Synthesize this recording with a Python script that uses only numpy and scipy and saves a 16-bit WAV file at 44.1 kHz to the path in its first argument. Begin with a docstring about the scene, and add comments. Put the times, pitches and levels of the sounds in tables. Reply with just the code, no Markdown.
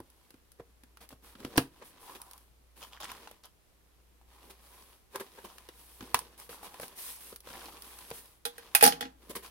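"""A small carpeted room, where a long cardboard box is opened: scissors pick at the tape until it snaps,
flaps are pulled up and scrape, hands slide over card and paper, and the scissors clatter down on something hard.
Sliding and crushing are trains of tiny stick-slip bursts through resonant colours; knocks and ticks are short
noise bursts and panel modes; the scissors are damped modes and noise; a binding blade groans as an unsteady tone.
A low hum of two beating tones and quiet air lie underneath."""
import sys
import numpy as np
from scipy import signal
from scipy.fft import rfft, irfft, next_fast_len
from scipy.io import wavfile
from scipy.ndimage import uniform_filter1d

SR = 44100
rng = np.random.default_rng(int(sys.argv[2]) if len(sys.argv) > 2 else 0)


def materialize(psi):
    """Save the field psi as 16-bit PCM at rate SR to the path in sys.argv[1].

    A 1-D psi becomes a single channel; in a 2-D psi each row is a channel.
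    """
    bounded = np.clip(np.atleast_2d(psi).T, -1, 1)
    quanta = np.round(bounded * 32767).astype(np.int16)
    wavfile.write(sys.argv[1], SR, quanta)


N = 418950
TIME = np.arange(N) / SR
AGE = TIME[:SR // 3]  # seconds since a contact

# Spectrum of the hiss of skin and paper. Each row: frequency in Hz, filter gain in dB.
HISS_COLOUR = [(400, -35.5), (1500, -10), (5000, -7), (7200, -9.5), (9500, 0), (12000, -1), (16000, -6.5)]
# Spectrum of a hollow box. Each row: frequency in Hz, filter gain in dB.
HOLLOW_COLOUR = [(60, -27.5), (200, -7), (400, -2.5), (520, -5), (750, -21.5), (2000, -38)]


def undb(db):
    """Logarithmic level: decibels become an amplitude gain."""
    return 10 ** (np.asarray(db) / 20)


def colour(x, points):
    """Minimum-phase filtering: the folded cepstrum of a gain curve (Hz, dB) yields a causal response."""
    n = next_fast_len(x.shape[-1] + SR // 10, True) // 2 * 2
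    n = 2 * next_fast_len(n // 2, True)
    hz, db = np.transpose(points)
    bins = np.maximum(np.arange(n // 2 + 1) * SR / n, 1)
    gain_db = np.interp(np.log(bins), np.log(hz), db)
    cepstrum = irfft(np.log(undb(gain_db)), n)
    # fold the anticausal half onto the causal half
    cepstrum[1:n // 2] *= 2
    cepstrum[n // 2 + 1:] = 0
    response = np.exp(rfft(cepstrum))
    return irfft(rfft(x, n) * response, n)[..., :x.shape[-1]]


def unit(x):
    """Normalisation of power: scale to rms 1."""
    return x / np.sqrt(np.mean(x ** 2))


def blow(x, window=0.012):
    """Normalisation of energy: scale a hit to the energy of a short window (s) at rms 1."""
    return unit(x) * np.sqrt(window * SR / x.shape[-1])


def fade(t60):
    """Exponential damping: the amplitude falls by 60 dB in t60 seconds."""
    return np.exp(-np.log(1000) * AGE / max(t60, 1e-3))


def ports(mid, side, split_hz):
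    """Spatial coherence: two microphones hear long waves alike and short waves differently."""
    low, high = (signal.butter(2, min(split_hz, SR / 4), kind, fs=SR) for kind in ("low", "high"))
    shared = signal.lfilter(*low, mid)
    return np.array([shared + signal.lfilter(*high, s) for s in side])


def noise(n, split_hz):
    """Partly coherent stereo noise: common below the split, independent above it."""
    return ports(rng.standard_normal(n), rng.standard_normal((2, n)), split_hz)


def add(out, s, x):
    """Superposition: mix a sound in at time s."""
    i = max(int(s * SR), 0)
    out[:, i:i + x.shape[-1]] += x[..., :N - i]


def walk(rate):
    """Smoothed random fluctuation about zero, with rate new values a second and a spread near 0.6."""
    k = max(int(SR / rate), 2)
    held = np.repeat(rng.standard_normal(N // k + 1), k)
    return 0.7 * uniform_filter1d(held, k)[:N]


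def resonate(x, peaks):
    """Parallel resonance: each peak (Hz, width Hz, dB) passes its own band."""
    out = 0
    for hz, width, db in peaks:
        out = out + undb(db) * signal.lfilter(*signal.iirpeak(hz, hz / width, fs=SR), x)
    return out


def shifting(x, depth_db, rate):
    """Moving contact patch: each octave swells and sinks by itself."""
    out = 0
    for hz in 700 * 2. ** np.arange(4):
        low = signal.sosfiltfilt(signal.butter(3, hz, fs=SR, output="sos"), x)
        out = out + low * undb(depth_db * walk(rate))
        x = x - low
    return out + x


def snap(sharp_s, tail, tail_s):
    """Impulsive contact: a noise burst with a weaker tail (t60 in s) that takes 1.2 ms to build up."""
    rise = np.clip(AGE / .0012, 0, 1)
    return noise(len(AGE), 1100) * rise * (fade(sharp_s) + tail * fade(tail_s))


def background(hum_db=-5.0):
    """Interference of two close tones makes a slowly beating hum over broadband room air."""
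    # Tones of the hum. Each row: frequency in Hz, level in dB before hum_db, time of opposition in seconds.
    hum_tones = [(59.4, -62.5, .3), (58.79, -68, .3)]
    # Spectrum of the room air. Each row: frequency in Hz, filter gain in dB.
    air_colour = [(15, -31), (25, -5), (64, -8), (195, -18.5), (326, -18), (1070, -25), (7110, -33),
                  (13200, -31), (16000, -40.5)]
    hum = 0
    for k, (hz, db, s) in enumerate(hum_tones):
        tone = np.sqrt(2) * np.cos(2 * np.pi * hz * (TIME - s))
        hum = hum + (-1) ** k * undb(db) * tone
    air = noise(N, 630) + 1.7 * rng.standard_normal((2, N))
    return undb(-67.0) * unit(colour(air, air_colour)) + undb(hum_db) * hum


def friction(rate, spread_db, grain_s, smooth, split_hz):
    """Stick-slip: fibres catch and let go in tiny bursts of uneven size over a smooth sliding noise."""
    slips = rng.random(N) < rate / SR
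    sizes = undb(spread_db * np.minimum(rng.exponential(size=N), 3)) * slips
    bursts = signal.lfilter([1], [1, -np.exp(-1 / (grain_s * SR))], sizes)
    return (unit(bursts) + smooth) * noise(N, split_hz)


def stroke(s, length):
    """Kinematics of one sliding movement: its speed rises, holds and falls to rest."""
    attack, release = 0.15, 0.5  # shares of the length
    corners = s + length * np.array([0, attack, 1 - release, 1])
    return np.interp(TIME, corners, [0, 1, 1, 0])


def crinkles(per_s, low_hz=800, high_hz=11000, swings=9):
    """Buckling: creases give way in little damped oscillations, each with its own size and pitch."""
    spread_db = 4
    out, age = np.zeros((2, N)), AGE[:SR // 30]
    for when, pitch, size, lag in rng.random((int(per_s * N / SR), 4)):
        hz = low_hz * (high_hz / low_hz) ** pitch
        phases = np.array([[0], [(lag - .5) * hz / low_hz]])
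        decay = np.exp(-np.log(1000) * age * hz / swings)  # -60 dB after this many swings
        grain = np.sin(2 * np.pi * hz * age + phases) * decay
        add(out, when * N / SR, undb(-spread_db * np.log(max(size, .05))) * grain)
    return unit(out)


def rubbing():
    """Sliding friction: card gives the scrape, the box its hollow body, skin and paper the hiss."""
    # Strokes of blade, flap or hand: the blade picks at the tape, the far flap is lifted, fingers push in
    # by the paper, the blade works at the end, the near flap opens, the hand moves on to the end flap.
    # Each row: start in seconds, length in seconds, then scrape, hiss and hollow box levels in dB.
    strokes = [ (0.0, 0.46, -73.5, -73, -76.5), (1.002, 0.061, -57.5, -57, -61),
               (1.101, 0.047, -58, -60, -61.5), (1.218, 0.16, -61, -59.5, -66.5),
               (1.353, 0.36, -59, -62.5, -55.5), (1.556, 0.027, -44, -58, -39), (1.69, 0.47, -65, -70, -69),
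               (1.836, 0.093, -77, -56.5, -83), (1.985, 0.26, -58.5, -56, -64),
               (2.147, 0.029, -49.5, -52.5, -52.5), (2.185, 0.34, -68, -64, -76),
               (2.753, 0.18, -60.5, -57, -65), (2.99, 0.43, -56.5, -61.5, -62), (4.25, 0.56, -66, -68, -75),
               (4.414, 0.14, -64, -64.5, -61.5), (4.496, 0.027, -53.5, -53.5, -58),
               (4.583, 0.5, -64, -61, -71.5), (5.1, 0.25, -60.5, -60.5, -67),
               (5.197, 0.022, -47.5, -44.5, -48.5), (5.246, 0.62, -62, -62, -67.5),
               (5.44, 0.032, -49, -53, -49.5), (5.688, 0.67, -66.5, -58.5, -74),
               (5.962, 0.52, -58.5, -64.5, -61), (6.37, 0.13, -59.5, -53.5, -68),
               (6.488, 0.1, -53.5, -49, -58.5), (6.623, 0.061, -49.5, -48.5, -57),
               (6.528, 0.62, -57.5, -58.5, -64.5), (6.805, 0.077, -58, -46.5, -56),
               (6.949, 0.28, -56.5, -43.5, -67), (7.179, 0.21, -59.5, -50, -66.5),
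               (7.419, 0.47, -53, -53.5, -58.5), (7.743, 0.68, -59, -54, -67.5),
               (8.125, 0.11, -62, -48.5, -69), (8.484, 0.68, -60, -64.5, -67),
               (9.173, 0.48, -65, -65.5, -63), (9.292, 0.033, -50, -46.5, -44.5),
               (9.351, 0.03, -41.5, -38.5, -45.5), (9.421, 0.084, -52.5, -52, -71)]
    # Spectrum of scraped card. Each row: frequency in Hz, filter gain in dB.
    card_colour = [(200, -17.5), (500, -9), (800, -3), (1050, 1), (1350, -6.5), (2100, -7), (3400, -7),
                   (5200, -11.5), (7500, -18), (16000, -29.5)]
    rest_db = -80.5  # the resting hand never lies quite still
    crinkle_db = -5  # relative to the card's scrape
    crinkle_full_db = -52.5  # lighter scrapes than this crease the card less

    power = np.full((3, N), undb(rest_db) ** 2)
    for s, length, scrape_db, hiss_db, box_db in strokes:
        power += np.outer(undb([scrape_db, hiss_db, box_db]) ** 2, stroke(s, length) ** 2)
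    scrape, hiss, hollow = np.sqrt(power)

    fibres = friction(rate=1000, spread_db=4.2, grain_s=.0008, smooth=.55, split_hz=1700)
    card = unit(shifting(colour(fibres, card_colour), depth_db=1.5, rate=54))
    creasing = np.minimum(scrape / undb(crinkle_full_db), 1)
    card = card + undb(crinkle_db) * crinkles(per_s=70) * creasing
    body = friction(rate=740, spread_db=0.5, grain_s=0.0024, smooth=0.99, split_hz=610)
    box = unit(colour(body, HOLLOW_COLOUR))
    skin = friction(rate=1900, spread_db=6.0, grain_s=0.00062, smooth=3.6, split_hz=690)
    skin = unit(colour(skin, HISS_COLOUR))
    grip_db = 2.0 * walk(50)
    return (card * scrape + box * hollow) * undb(grip_db) + skin * hiss * undb(.5 * grip_db)


def box_ring(panel_hz):
    """Modal excitation: the box walls ring briefly; a small, high-pitched panel hardly stirs deep modes."""
    # Modes of the empty box. Each row: frequency in Hz (varied by some 3 %), level in dB (varied by some
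    # 2 dB and relative within the ring), t60 in seconds.
    box_modes = [(147, 26.5, 0.097), (267.3, 6, .12), (480, 7, 0.07), (980, 4, 0.043), (1660, -1.5, 0.023)]
    out = 0
    for hz, db, t60 in box_modes:
        size, bend = rng.standard_normal(2)
        drive = min(hz / panel_hz, 1) ** 3
        mode = np.sin(2 * np.pi * hz * (1 + 0.03 * bend) * AGE) * fade(t60)
        out = out + undb(db + 2.0 * size) * drive * mode
    return blow(out)


def crack():
    """Fracture noise: the woody snap of card."""
    # Spectrum of the crack. Each row: frequency in Hz, filter gain in dB.
    crack_colour = [(100, -12.5), (500, -7.5), (1400, 7.5), (2200, 0.5), (2900, 3), (4700, -2.5),
                    (7000, -9.5), (16000, -26.5)]
    return blow(colour(snap(sharp_s=.017, tail=.42, tail_s=.06), crack_colour))


def tick():
    """Sudden release of adhesion: the thin snap of tape."""
    # Spectrum of the tick. 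Each row: frequency in Hz, filter gain in dB.
    tick_colour = [(600, -31), (5000, -2.5), (7500, -10.5), (9700, 4), (12000, -1.5), (16000, -5)]
    return blow(colour(snap(sharp_s=.007, tail=.2, tail_s=.04), tick_colour))


def knocks(swings=8, swell_s=0.003):
    """Release of stored tension: as tape or flap lets go come a tick, a card crack and a few panel swings."""
    # Knocks of the box and snaps of tape. Each row: start in seconds, panel frequency in Hz, thump level,
    # crack level and tick level in dB.
    knock_list = [(0.002, 334, -45, -63, -57), (0.305, 330, -66, -61, -57.5), (0.341, 274, -56, -65, -70),
                  (0.598, 407, -45, -76, -76), (0.835, 256, -61, -60.5, -60), (0.971, 955, -69, -57, -58.5),
                  (1.126, 286, -52.5, -76, -81), (1.352, 232, -55.5, -55, -67),
                  (1.402, 215, -50.5, -59, -58.5), (1.448, 275, -37, -43.5, -50.5),
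                  (1.578, 288, -20, -23, -25.5), (2.096, 1000, -52.5, -61, -62),
                  (3.043, 1070, -53, -47, -53), (3.116, 1040, -49, -48, -46.5),
                  (3.273, 870, -51, -51.5, -61), (3.312, 580, -56.5, -57.5, -55),
                  (4.213, 830, -67, -75, -77), (5.158, 985, -48, -44, -39.5), (5.582, 1100, -78, -53, -54),
                  (5.688, 393, -50.5, -51, -54), (6.007, 328, -48, -47.5, -67.5),
                  (6.025, 230, -46, -54, -61), (6.144, 1094, -26.5, -26, -25),
                  (6.19, 1000, -47, -50, -36.5), (6.492, 486, -51, -53.5, -57),
                  (6.742, 820, -51.5, -54.5, -59), (6.798, 553, -44.5, -49.5, -48),
                  (6.831, 423, -48, -45.5, -58), (7.326, 410, -49, -56, -60),
                  (7.471, 480, -53.5, -54.5, -63), (7.502, 262, -55, -52, -55), (8.112, 460, -43, -45, -59)]
    # Spectrum of a thump on the box walls. 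Each row: frequency in Hz, filter gain in dB.
    thump_colour = [(35, -46.5), (80, -9.5), (150, -1.5), (1400, 1), (3000, -12), (8000, -32)]
    box_ring_db = -4.5  # relative to the thump
    boom_colour = [(60, -23.0), (105, 0.5), (260, -1.5), (3000, -45.5)]  # Hz, dB

    out = np.zeros((2, N))
    for s, hz, thump_db, crack_db, tick_db in knock_list:
        panel = np.sin(2 * np.pi * hz * AGE) * fade(swings / hz) * (1 - np.exp(-AGE / swell_s))
        # the whole box booms low under a large panel's own note
        boom = colour(noise(len(AGE), 1800) * fade(0.036), boom_colour)
        boom_share = 0.77 * min(300 / hz, 1)
        walls_colour = [(hz / 2, -15), (hz, 0), (hz + 250, -2), (hz + 900, -10), (6000, -35)]
        walls = colour(noise(len(AGE), 2000) * fade(0.05), walls_colour)
        thump = blow(panel) + boom_share * blow(boom) + 0.45 * blow(walls)
        thump = blow(colour(thump, thump_colour)) + undb(box_ring_db) * box_ring(hz)
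        add(out, s, undb(thump_db) * thump + undb(crack_db) * crack() + undb(tick_db) * tick())
    return out


def ticks():
    """Small impulsive releases: tape unsticks or a fold flips, too slight to move the box."""
    # Dry ticks of sticky tape and paper. Each row: start in seconds, level in dB.
    tick_list = [(0.101, -61), (0.518, -57.5), (1.09, -52.5), (1.574, -30), (2.216, -45), (2.311, -50.5),
                 (2.333, -51.5), (2.378, -56.5), (3.003, -50), (3.455, -54), (6.378, -58), (6.399, -50.5),
                 (6.811, -52), (6.818, -46.5), (6.88, -50), (7.36, -45.5), (7.404, -53), (7.821, -46.5),
                 (7.987, -49.5), (8.103, -45.5), (8.257, -58)]
    crack_db = -12.5  # the card's share, relative to the tick
    out = np.zeros((2, N))
    for s, db in tick_list:
        add(out, s, undb(db) * (tick() + undb(crack_db) * crack()))
    return out


def binds(wall_hz=400):
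    """Stick-slip drive: the binding blade makes the end wall groan, an unsteady woody note and a rasp."""
    # Groans of the end wall. Each row: time of the slip in seconds, level in dB, rasp level in dB
    # relative to the note.
    slips = [(0.603, -55, 1), (1.826, -50.5, 5.5), (5.159, -35.5, -1), (5.211, -37, -2.5),
             (5.388, -47, -1.5)]
    # Resonances of the wall around its main note. Each row: frequency in Hz, width in Hz, level in dB
    # relative within the rasp.
    wall_peaks = [(227, 24, 1.5), (530, 95, 3.5), (940, 220, 0.5), (1580, 96, -1.5)]
    swell_s, decay_s = 0.0079, 0.0095  # time constants before and after the slip

    unsteady_hz = wall_hz * (1 + .07 * walk(160))
    note = np.sin(2 * np.pi * np.cumsum(unsteady_hz) / SR)
    rasp = unit(resonate(noise(N, 1200), wall_peaks))
    out = 0
    for s, db, rasp_db in slips:
        distance = np.maximum((s - TIME) / swell_s, (TIME - s) / decay_s).clip(0, 20)
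        out = out + (note + undb(rasp_db) * rasp) * undb(db) * np.exp(-distance)
    return out


def crease(hz=980):
    """Plastic yielding: the fold gives way in little slips that ring the flap, weaker as the card yields."""
    # Flaps bending slowly along their creases. Each row: start in seconds, length in seconds,
    # level in dB at the start, from which it sags.
    bends = [(2.0, 0.46, -55), (4.26, 0.38, -68.5), (6.46, 0.56, -59), (7.47, 0.54, -58)]
    yield_db_per_s = 14
    slips = friction(rate=260, spread_db=3, grain_s=0.0012, smooth=.15, split_hz=1600)
    flap = colour(slips, [(hz / 2, -25), (hz - 160, -3), (hz, 0), (hz + 160, -3), (2 * hz, -28)])
    level = 0
    for s, length, db in bends:
        sagging_db = db - yield_db_per_s * np.maximum(TIME - s, 0)
        level = level + stroke(s, length) * undb(sagging_db)
    return unit(flap) * level


def crush(s, length):
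    """Loading and unloading: pressure on the paper swells and eases as half a sine."""
    return np.sin(np.pi * np.clip((TIME - s) / length, 0, 1))


def paper(crackle_db=-2, hiss_db=-10):
    """Crackling noise: dense slips ring the paper's ever-changing pockets, and single folds snap on top."""
    # Fingers or blade crush the packing paper. Each row: start in seconds, length in seconds, level in dB.
    crushes = [(2.802, 0.059, -48), (2.901, 0.089, -54.5), (2.997, 0.035, -43.5), (3.022, 0.038, -43.5),
               (3.03, 0.17, -58.5), (3.081, 0.04, -49), (3.431, 0.044, -54.5), (5.479, .055, -57.5)]
    # Pockets and folds of crumpled paper. Each row: frequency in Hz, width in Hz, relative level in dB.
    pocket_peaks = [(1020, 410, 5), (3110, 770, -3.5), (4930, 900, -12)]
    slips = friction(rate=1400, spread_db=3.5, grain_s=.0006, smooth=.35, split_hz=1700)
    pockets = shifting(resonate(slips, pocket_peaks), depth_db=2.5, rate=45)
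    folds = crinkles(per_s=130, low_hz=1240)
    hiss = unit(colour(slips, HISS_COLOUR))
    sound = unit(pockets) + undb(crackle_db) * folds + undb(hiss_db) * hiss
    return sound * sum(undb(db) * crush(s, length) for s, length, db in crushes)


def ring(lo_hz, hi_hz, freedom):
    """Modal synthesis: the modes within a range, weighted and detuned a little by every contact."""
    # Modes of scissors and the surface under them. Each row: frequency in Hz (before detuning), level in dB
    # relative within a range, t60 in seconds before the factor of freedom.
    modes = [(165.7, -16, .3), (261.7, 5, 0.088), (311, 0, 0.071), (470, 16, 0.13), (522, 2.5, 0.044),
             (689, -5, 0.069), (813, 7.5, 0.074), (1603, 4, 0.11), (2020, -4.5, 0.1), (2505, 7.5, 0.061),
             (3370, 4, 0.11), (4220, 0.5, 0.13), (4820, 4.5, .07), (5470, 4.5, 0.069)]
    detune_hz = 5  # the support shifts the modes from contact to contact
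    sing_db, sing_t60_s = -46.5, 0.84  # the low modes sing on faintly
    out = 0
    for hz, db, t60 in modes:
        size, phase, turn, bend = rng.standard_normal(4)
        if lo_hz <= hz < hi_hz:
            # short waves reach the two microphones out of step
            phases = phase + np.array([[0], [turn * hz / 3000]])
            singing = undb(sing_db) * min(1000 / hz, 1) ** 2 * fade(sing_t60_s)
            decay = fade(t60 * freedom) + singing
            mode = np.sin(2 * np.pi * (hz + detune_hz * bend) * AGE + phases)
            out = out + undb(db + size) * mode * decay
    return blow(out * np.clip(AGE * hi_hz / 2, 0, 1))


def scissors(lag_s=.0004, steel_pan_db=8, focus_db=6, focus_width_hz=400):
    """Impact of plastic handles and steel blades on a hard surface, off to the right by lag and level."""
    # Contacts as the scissors land and rock. Each row: start in seconds, then surface, frame, handle and
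    # blade levels in dB, the blade's brightest frequency in Hz, tick level in dB.
    drops = [(8.452, -78, -43, -47.5, -33, 3810, -30), (8.461, -55.5, -41.5, -43.5, -41, 3360, -38),
             (8.58, -73, -50, -55, -47, 1700, -46), (8.749, -58.5, -51.5, -25.5, -19.5, 2500, -13),
             (8.809, -59.5, -62.5, -46.5, -26, 2590, -29.5), (8.825, -34, -22, -15.5, -24, 2440, -15.5),
             (8.832, -37.5, -32.5, -21, -24, 2940, -16.5), (8.838, -34.5, -30, -24, -19, 4800, -12),
             (8.851, -38.5, -40.5, -33.5, -22, 5770, -24.5), (8.862, -31.5, -40, -18, -23, 4600, -16.5),
             (8.875, -33, -36.5, -21, -24.5, 5460, -23), (8.922, -46, -44, -49, -34, 3000, -42.5),
             (9.008, -51, -42.5, -42.5, -33.5, 3350, -36.5), (9.025, -46.5, -59, -39, -39, 1900, -61),
             (9.052, -46, -54, -49, -46.5, 2730, -71)]
    # Light contacts leave the scissors free, heavy ones damp them. 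Each row: handle level in dB,
    # factor on t60.
    freedom_points = [(-52.5, 1.3), (-25.5, 0.84)]
    # Spectrum of the blades' clack. Each row: frequency in Hz, filter gain in dB.
    clack_colour = [(200, -17.5), (700, -3.5), (1500, 6.5), (2600, -1.5), (3500, 0.5), (5000, -1),
                    (6500, -4), (7500, -7.5), (16000, -51)]
    # Spectrum of the bright steel tick. Each row: frequency in Hz, filter gain in dB.
    steel_colour = [(1000, -58.5), (7600, -10), (8700, 2.5), (9700, 6), (12500, 1.5), (14000, 2),
                    (16000, -9.5)]

    out = np.zeros((2, N))
    # the dense upper modes of steel and plastic are the same at every contact
    dense = snap(sharp_s=0.056, tail=0.68, tail_s=0.099)
    sides = undb(np.array([[-steel_pan_db], [0]]))
    edges_hz = [100, 380, 620, 1000, 8000]
    for s, surface_db, frame_db, handle_db, blade_db, blade_hz, tick_db in drops:
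        freedom = np.interp(handle_db, *np.transpose(freedom_points))
        low, frame, handle, blades = (ring(lo, hi, freedom) for lo, hi in zip(edges_hz, edges_hz[1:]))
        thud = blow(colour(snap(sharp_s=.05, tail=.2, tail_s=.1), HOLLOW_COLOUR))
        body = undb(surface_db) * (1.14 * low + 0.37 * thud)
        body = body + undb(frame_db) * frame + undb(handle_db) * handle
        strike = dense + 2 * snap(sharp_s=0.019, tail=0.19, tail_s=0.21)
        clack = 0.44 * blades + 1.3 * blow(colour(strike, clack_colour))
        # the place that is struck favours one part of the blades' ring
        clack = blow(clack + resonate(clack, [(blade_hz, focus_width_hz, focus_db)]))
        steel = dense + 2 * snap(sharp_s=.016, tail=.2, tail_s=.055)
        steel = blow(colour(steel, steel_colour))
        add(out, s, body + undb(blade_db) * clack + undb(tick_db) * sides * steel)
    # the right microphone is reached first
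    return np.array([np.interp(TIME - lag_s, TIME, out[0]), out[1]])


def room(x, wet_db, linger_db):
    """Reverberation by convolution: a short even tail, and low notes that linger faintly."""
    early = noise(len(AGE), 1100) * fade(0.17) * np.clip(AGE / 0.0038, 0, 1)
    late_colour = [(240, 4), (480, -4.5), (1200, -2.5), (8000, -29.5)]  # Hz, dB
    late = colour(noise(len(AGE), 1200), late_colour) * fade(0.56)
    response = undb(wet_db) * early + undb(linger_db) * late
    response = response / np.sqrt(np.sum(early[0] ** 2))
    return x + signal.fftconvolve(x, response, axes=1)[:, :N]


def scene():
    """Superposition of all sources, each group with its own share of reverberation."""
    sliding = room(rubbing() + crease() + paper(), wet_db=-7.5, linger_db=-34.5)
    releases = room(knocks() + ticks() + binds(), wet_db=-12.0, linger_db=-34.5)
    clatter = room(scissors(), wet_db=-13, linger_db=-23.5)
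    return background() + sliding + releases + clatter


def record(dry):
    """Band limiting: a steep elliptic low-pass removes the extreme treble."""
    top_hz = 15900
    return signal.sosfilt(signal.ellip(10, .2, 80, top_hz, fs=SR, output="sos"), dry)


dry = scene()
out = record(dry)
materialize(out)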